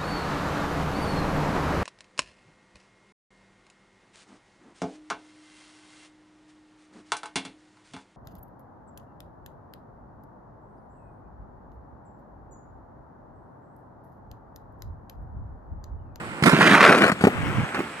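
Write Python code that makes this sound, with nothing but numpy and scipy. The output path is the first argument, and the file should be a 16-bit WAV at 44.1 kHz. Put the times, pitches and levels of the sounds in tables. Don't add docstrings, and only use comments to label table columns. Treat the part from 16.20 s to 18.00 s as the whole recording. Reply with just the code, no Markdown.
import sys
import numpy as np
from scipy import signal
from scipy.io import wavfile
from scipy.ndimage import uniform_filter1d, minimum_filter1d, map_coordinates

SR = 44100
rng = np.random.default_rng(int(sys.argv[2]) if len(sys.argv) > 2 else 0)


def to_wav(s):
    ch = np.atleast_2d(s).T
    pcm = np.round(np.clip(ch, -1, 1) * 32767)
    wavfile.write(sys.argv[1], SR, pcm.astype(np.int16))


N = 79380
T = np.arange(N) / SR

# f/Hz, level/dB
RUMBLE_TONE = [(40, -59), (90, -19.5), (140, -4), (205, 4), (280, -0.5), (370, -7.5), (600, -49),
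               (1500, -66)]
HOLLOW_TONE = [(150, -45.5), (300, -11), (400, 2.5), (540, 0.5), (690, 5.5), (880, -3.5), (1300, -28),
               (3000, -51)]
GRIT_TONE = [(1500, -32.5), (3200, -4.5), (4200, 9), (5500, 4.5), (7500, -2), (9300, -2.5), (11500, -10),
             (14500, -18), (16000, -30)]
# t/s, rumble/dB, hollow/dB, rasp/dB, grit/dB
GRIND_LEVELS = [(.24, -19.5, -41, -62, -53), (.258, -21, -23.5, -32, -32), (.275, -8.5, -25, -13, -25),
                (.312, -36.5, -27.5, -22.5, -35), (.345, -14, -37, -20.5, -35),
                (.368, -28.5, -27.5, -22.5, -36), (.402, -17.5, -26.5, -26.5, -37),
                (.415, -23, -25.5, -17.5, -31.5), (.50, -18.5, -21.5, -19, -35.5),
                (.548, -17, -22.5, -13, -31), (.57, -26.5, -25.5, -17.5, -38), (.595, -27, -22, -18, -36.5),
                (.615, -22.5, -22.5, -16.5, -35), (.665, -28.5, -18, -16, -36),
                (.70, -16.5, -15.5, -15, -34), (.74, -28.5, -20, -20, -38), (.80, -20, -25, -25.5, -39),
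                (.828, -19, -19, -19, -38), (.86, -25, -23, -20, -37), (.897, -63, -22, -20.5, -33.5),
                (.912, -27, -52, -46, -62)]


def grind(chatter_hz=135, chatter_db=2, fade_s=0.0072):
    slips = unit(filtered(noise(), 2, chatter_hz))
    chatter = grains(spread_db=3) * amp(chatter_db * slips)
    surge = amp(catches_db())
    start, end = GRIND_LEVELS[0][0], GRIND_LEVELS[-1][0]
    contact = np.clip(np.minimum(T - start, end - T) / fade_s + 1, 0, 1)
    parts = [colour(chatter, RUMBLE_TONE), colour(chatter, HOLLOW_TONE),
             boot(chatter), colour(chatter, GRIT_TONE)]
    rumble, hollow, rasp, grit = [steady(part) * amp(curve(GRIND_LEVELS, column))
                                  for column, part in enumerate(parts, 1)]
    return contact * ((rumble + hollow) * surge ** 0.25 + (rasp + grit) * surge)


# t/s, boost of rasp and grit/dB
ROUGH_SPOTS = [(.4625, 4.5), (0.4717, 5), (0.477, 5.5), (0.5118, 4), (.532, 3.5), (0.5516, 4), (.577, 2.5),
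               (0.6057, 19), (0.6262, 5), (.6415, 3), (0.6491, 14), (.6615, 7), (0.692, 10), (0.7242, 10.5),
               (0.751, 6.5), (0.784, 11), (.819, 14), (.8385, 6), (.867, 2.5)]


def catches_db(grip_s=0.0017, release_s=0.0031):
    boost_db = 0
    for s, db in ROUGH_SPOTS:
        before, after = np.maximum(s + grip_s - T, 0), np.maximum(T - s - grip_s, 0)
        boost_db += db * np.exp(-before / grip_s - (after / release_s) ** 2 / 2)
    return boost_db


# f/Hz, level/dB, time to fade by 60 dB/s
BOOT_NOTES = [(1122, -8, 0.031), (1260, -30, 0.064), (1370, -5, 0.093), (1512, -9, 0.027),
              (1950, -37, 0.082), (1980, -20, 0.083), (2396, -8, 0.031)]
# f/Hz, level/dB
RASP_TONE = [(400, -35), (850, -6), (1130, -1), (1500, -0.5), (1950, -3), (2500, -7), (3100, -12),
             (4200, -18.5), (6000, -61.5), (16000, -112)]
# t/s, treble level/dB
BOOT_TREBLE = [(.22, 13), (.297, -5), (.335, 0), (.47, 4.5), (.57, -5), (.63, -1.5), (.69, -3.5),
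               (.76, -1.5), (.83, 1.5), (.89, -9.5), (1.05, -0.5), (1.55, -3)]


def boot(shaking, treble_hz=1960):
    t = T[:SR // 8]
    ring = sum(amp(db - 60 * t / fade_s) * np.cos(2 * np.pi * hz * t) * 4 * np.log(1000) / (fade_s * SR)
               for hz, db, fade_s in BOOT_NOTES)
    rasp = colour(shaking + signal.fftconvolve(shaking, ring)[:N], RASP_TONE)
    dull = below(rasp, treble_hz)
    return dull + (rasp - dull) * amp(curve(BOOT_TREBLE))


# f/Hz, level/dB, decay/s
FRAME_NOTES = [(399, 2.5, 0.0047), (770, -1.5, 0.0039)]
# t/s, thump f/Hz, thump/dB, hollow knock/dB, clack/dB, grit/dB
BLOWS = [(.224, 152, -5.5, -28.5, -23.5, -30.5), (0.2366, 165, -26, -37, -12, -21),
         (0.2588, 162, -13, -18, -13.5, -21), (0.265, 174, -4.5, -26, -15, -39),
         (.295, 203, -23, -28, -12, -24), (.3315, 194, -4, -18.5, -26, -36),
         (.409, 230, -11.5, -21.5, -10, -40), (.898, 265, -11.5, -33, -11.5, -37),
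         (0.9169, 200, -37, -25.5, -17, -28.5), (0.9203, 194, -9, -26, -23.5, -51),
         (1.0094, 192, -17, -29, -22.5, -35), (1.022, 217, -22, -28, -27, -35),
         (1.039, 218, -0.5, -14, -17, -30), (1.0496, 240, -4, -21.5, -15.5, -32),
         (1.07, 275, -2, -7.5, -18, -30), (1.5459, 333, -23, -36.5, -23, -37),
         (1.5908, 293, -20.5, -27, -25, -42), (1.603, 330, -12.5, -32, -24.5, -49)]


def knocks(overtone_ratio=1.88):
    thumps, cracks = np.zeros((2, N))
    for s, hz, thump_db, hollow_db, clack_db, grit_db in BLOWS:
        t = np.maximum(T - s, 0)
        rise = 1 - np.exp(-t / 0.0014)
        low = fading_note(t, hz, decay_s=0.0029)
        overtone = amp(-6) * fading_note(t, hz * overtone_ratio, decay_s=0.0017)
        thumps += 2 * amp(thump_db) * rise * (low + overtone)
        frame = sum(amp(db) * fading_note(t, note_hz, decay_s) for note_hz, db, decay_s in FRAME_NOTES)
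        thumps += amp(hollow_db) * (burst(colour(noise(), HOLLOW_TONE), s, decay_s=0.0051) + frame)
        cracks += amp(clack_db) * burst(boot(noise()), s, decay_s=0.0059)
        cracks += amp(grit_db) * burst(colour(noise(), GRIT_TONE), s, decay_s=0.0076)
    return filtered(thumps, order=3, hz=111, kind="high") + cracks


# t/s, drone/dB, roar/dB
WHEEL_LEVELS = [(0, -41, -40), (.09, -40, -40), (.2, -41.5, -39), (.5, -44, -24), (.93, -35.5, -42),
                (.985, -39.5, -38.5), (1.09, -28.5, -35.5), (1.17, -38.5, -34), (1.27, -32, -33.5),
                (1.41, -38.5, -32.5), (1.535, -41.5, -37), (1.562, -36, -29), (1.6, -29, -37),
                (1.63, -37, -36.5), (1.71, -43.5, -40.5), (1.8, -50.5, -40)]
# f/Hz, level/dB
ROAR_TONE = [(200, -49.5), (450, -5.5), (750, -3.5), (950, -3.5), (1350, -0.5), (1750, -4.5), (2400, -6),
             (3200, -14), (4500, -31), (6200, -27), (9500, -44), (13000, -44), (15500, -77)]


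def wheel_roar():
    bright = colour(grains(spread_db=4), ROAR_TONE)
    dull = filtered(bright, order=1, hz=1800)
    return steady(np.where(T < BLOWS[0][0], dull, bright)) * amp(curve(WHEEL_LEVELS, 2))


# f/Hz, level/dB
DRONE_TONE = [(20, -45), (70, -8.5), (130, -4), (210, 2.5), (350, -1), (550, -10), (1200, -42)]


def wheel_drone():
    return steady(colour(grains(spread_db=4), DRONE_TONE)) * amp(curve(WHEEL_LEVELS, 1))


def squeak(start_s=0.981, length_s=0.026, top_hz=3460, bend=0.06):
    arch = np.sin(np.pi * np.clip((T - start_s) / length_s, 0, 1))
    phase = 2 * np.pi * np.cumsum(top_hz * (1 - bend * (1 - arch) ** 2)) / SR
    return arch * (amp(-51) * np.sin(phase) + amp(-50) * np.sin(2 * phase))


# t/s, head start on the left/ms, left minus right in the midrange/dB
SKATER_PATH = [(0, -0.18, -6.5), (.27, -0.18, -9.5), (.4, -.11, -2), (.5, -0.058, -4.5), (.6, -0.041, -1),
               (.7, 0.063, 1.5), (.8, .11, 2), (.9, .135, 4), (1.07, 0.2, 6), (1.3, 0.085, 5.5),
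               (1.6, 0.11, -2.5), (1.8, 0.011, -3)]


def pass_by(sound, bass_hz=750, treble_hz=6170, bass_balance_db=-1.4):
    lead_samples = curve(SKATER_PATH, 1) * SR / 1000
    balance_db = curve(SKATER_PATH, 2)
    bass = below(sound, bass_hz)
    body = below(below(sound, treble_hz), treble_hz)
    channels = []
    for side in (0.5, -0.5):
        shaded = bass * amp(side * bass_balance_db) + (body - bass) * amp(side * balance_db)
        shifted = map_coordinates(shaded, [np.arange(N) + side * lead_samples], order=5)
        treble = (sound - body) * amp(side * balance_db / 2)
        channels.append(shifted + treble)
    return np.array(channels)


# f/Hz, level/dB
WIND_TONE = [(15, -14), (35, -23), (62, -8), (105, 0), (170, 0), (300, -46), (900, -76)]
# t/s, level/dB
SWIRL_LEVELS = [(0, -49), (.09, -40), (.2, -50), (.3, -51), (1.12, -49), (1.165, -29), (1.2, -28.5),
                (1.24, -27.5), (1.3, -26.5), (1.34, -34), (1.39, -22), (1.45, -33), (1.49, -76), (1.8, -88)]
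PUFFS = [(1.198, -38), (1.385, -14), (1.395, -14), (1.4039, -16.5), (1.4346, -20)]


def skater_wind(left_db=-4, right_db=2, puff_s=0.00149):
    swirls = np.array([steady(colour(noise(), WIND_TONE)) for _ in range(2)]) * amp(curve(SWIRL_LEVELS))
    puffs = np.zeros(N)
    for s, db in PUFFS:
        offset = (T - s) / puff_s
        puffs += amp(db) * (1 - offset ** 2) * np.exp(-offset ** 2 / 2)
    return (swirls + puffs) * amp([[left_db], [right_db]])


# f/Hz, level/dB
BOUNCE_TONE = [(100, -21), (500, -16.5), (1400, -11.5), (2800, -8.5), (4500, -5), (7000, -4.5),
               (15000, -14)]


def ground_bounces(sound, change_s=0.045, decay_s=0.0034):
    t, hop = T[:SR // 32], int(change_s * SR)
    padded = np.pad(sound, (hop, 2 * hop))
    bounced = np.zeros(N + 3 * hop + len(t))
    for at in range(0, N + hop, hop):
        echoes = rng.standard_normal(len(t)) * np.exp(-t / decay_s)
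        piece = padded[at:at + 2 * hop] * signal.windows.cosine(2 * hop)
        echoed = signal.fftconvolve(piece, echoes / np.linalg.norm(echoes))
        bounced[at:at + len(echoed)] += echoed
    return signal.fftconvolve(bounced[hop:], response(BOUNCE_TONE))[:N]


# f/Hz, time to fade by 60 dB/s
ECHO_TIMES = [(100, 0.054), (1500, .3), (5000, 0.23), (15000, 0.13)]


def park_echo(sound, tail_db=-30.5):
    hz, t, spectrum = signal.stft(rng.standard_normal(SR // 2), SR, nperseg=256)
    fade = amp(-60 * t / read(ECHO_TIMES, hz)[:, None])
    tail = signal.istft(spectrum * fade, SR)[1]
    tail *= amp(tail_db) / np.linalg.norm(tail)
    return ground_bounces(sound) + signal.fftconvolve(sound, tail)[:N]


# f/Hz, level/dB
WASH_TONE = [(25, -21), (120, -31), (500, -22), (1300, -13), (2500, -0.5), (4500, -4.5), (9000, -24),
             (12000, -52), (15500, -66)]


def park_wash():
    return amp(-51) * colour(noise(), WASH_TONE)


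# f/Hz, level/dB
HISS_TONE = [(3000, -36), (6500, -14), (7400, 2.5), (8100, 7), (9000, -1), (11000, -6), (13000, -32),
             (15500, -32)]


def microphone_hiss():
    return amp(-56) * colour(noise(), HISS_TONE)


def grains(spread_db, per_s=5000):
    hits = (rng.random(N) < per_s / SR) * np.sign(noise())
    return hits * amp(spread_db * np.minimum(rng.exponential(1, N), 4))


def burst(x, start_s, decay_s, rise_s=0.00033):
    t = np.maximum(T - start_s, 0)
    envelope = (1 - np.exp(-t / rise_s)) * np.exp(-t / decay_s)
    return unit(x * envelope) * np.sqrt(np.mean(envelope ** 2))


def fading_note(t, hz, decay_s):
    return np.sin(2 * np.pi * hz * t) * np.exp(-t / decay_s)


def noise():
    return rng.standard_normal(N)


def amp(db):
    return 10 ** (np.asarray(db) / 20)


def unit(x):
    return x / np.sqrt(np.mean(x ** 2) + 1e-20)


def steady(x, smooth_s=0.055):
    window = signal.windows.hann(int(2 * smooth_s * SR))
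    power = abs(signal.fftconvolve(x ** 2, window / window.sum(), "same"))
    return x / np.sqrt(power + 1e-12)


def curve(table, column=1):
    rows = np.array(table)
    return np.interp(T, rows[:, 0], rows[:, column])


def read(table, hz):
    f, value = np.transpose(table)
    return np.interp(np.log(hz + 1), np.log(f), value)


def response(tone, size=4096):
    log_gain = np.log(amp(read(tone, abs(np.fft.fftfreq(size, 1 / SR)))))
    return np.fft.ifft(np.exp(np.conj(signal.hilbert(log_gain)))).real[:size // 2]


def colour(x, tone):
    click = response(tone)
    return signal.fftconvolve(x, click / np.linalg.norm(click))[:N]


def filtered(x, order, hz, kind="low"):
    return signal.sosfilt(signal.butter(order, hz, kind, fs=SR, output="sos"), x)


def below(x, hz):
    return signal.sosfiltfilt(signal.butter(2, hz, fs=SR, output="sos"), x)


def scene(scattered_roar=0.66):
    skater = grind() + knocks() + wheel_roar() + wheel_drone() + squeak()
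    around = np.array([park_echo(skater) + scattered_roar * wheel_roar() + park_wash() for _ in range(2)])
    return pass_by(skater) + around + skater_wind() + microphone_hiss()


def record(dry, ceiling=0.93, react_s=0.004, top_hz=15700):
    size = int(react_s * SR)
    needed_gain = ceiling / np.maximum(abs(dry).max(0), ceiling)
    gain = uniform_filter1d(minimum_filter1d(needed_gain, size), size)
    treble_cut = signal.firwin(511, top_hz, window=("kaiser", 9), fs=SR)
    return signal.oaconvolve(dry * gain, treble_cut[None], "same")


dry = scene()
out = record(dry)
to_wav(out)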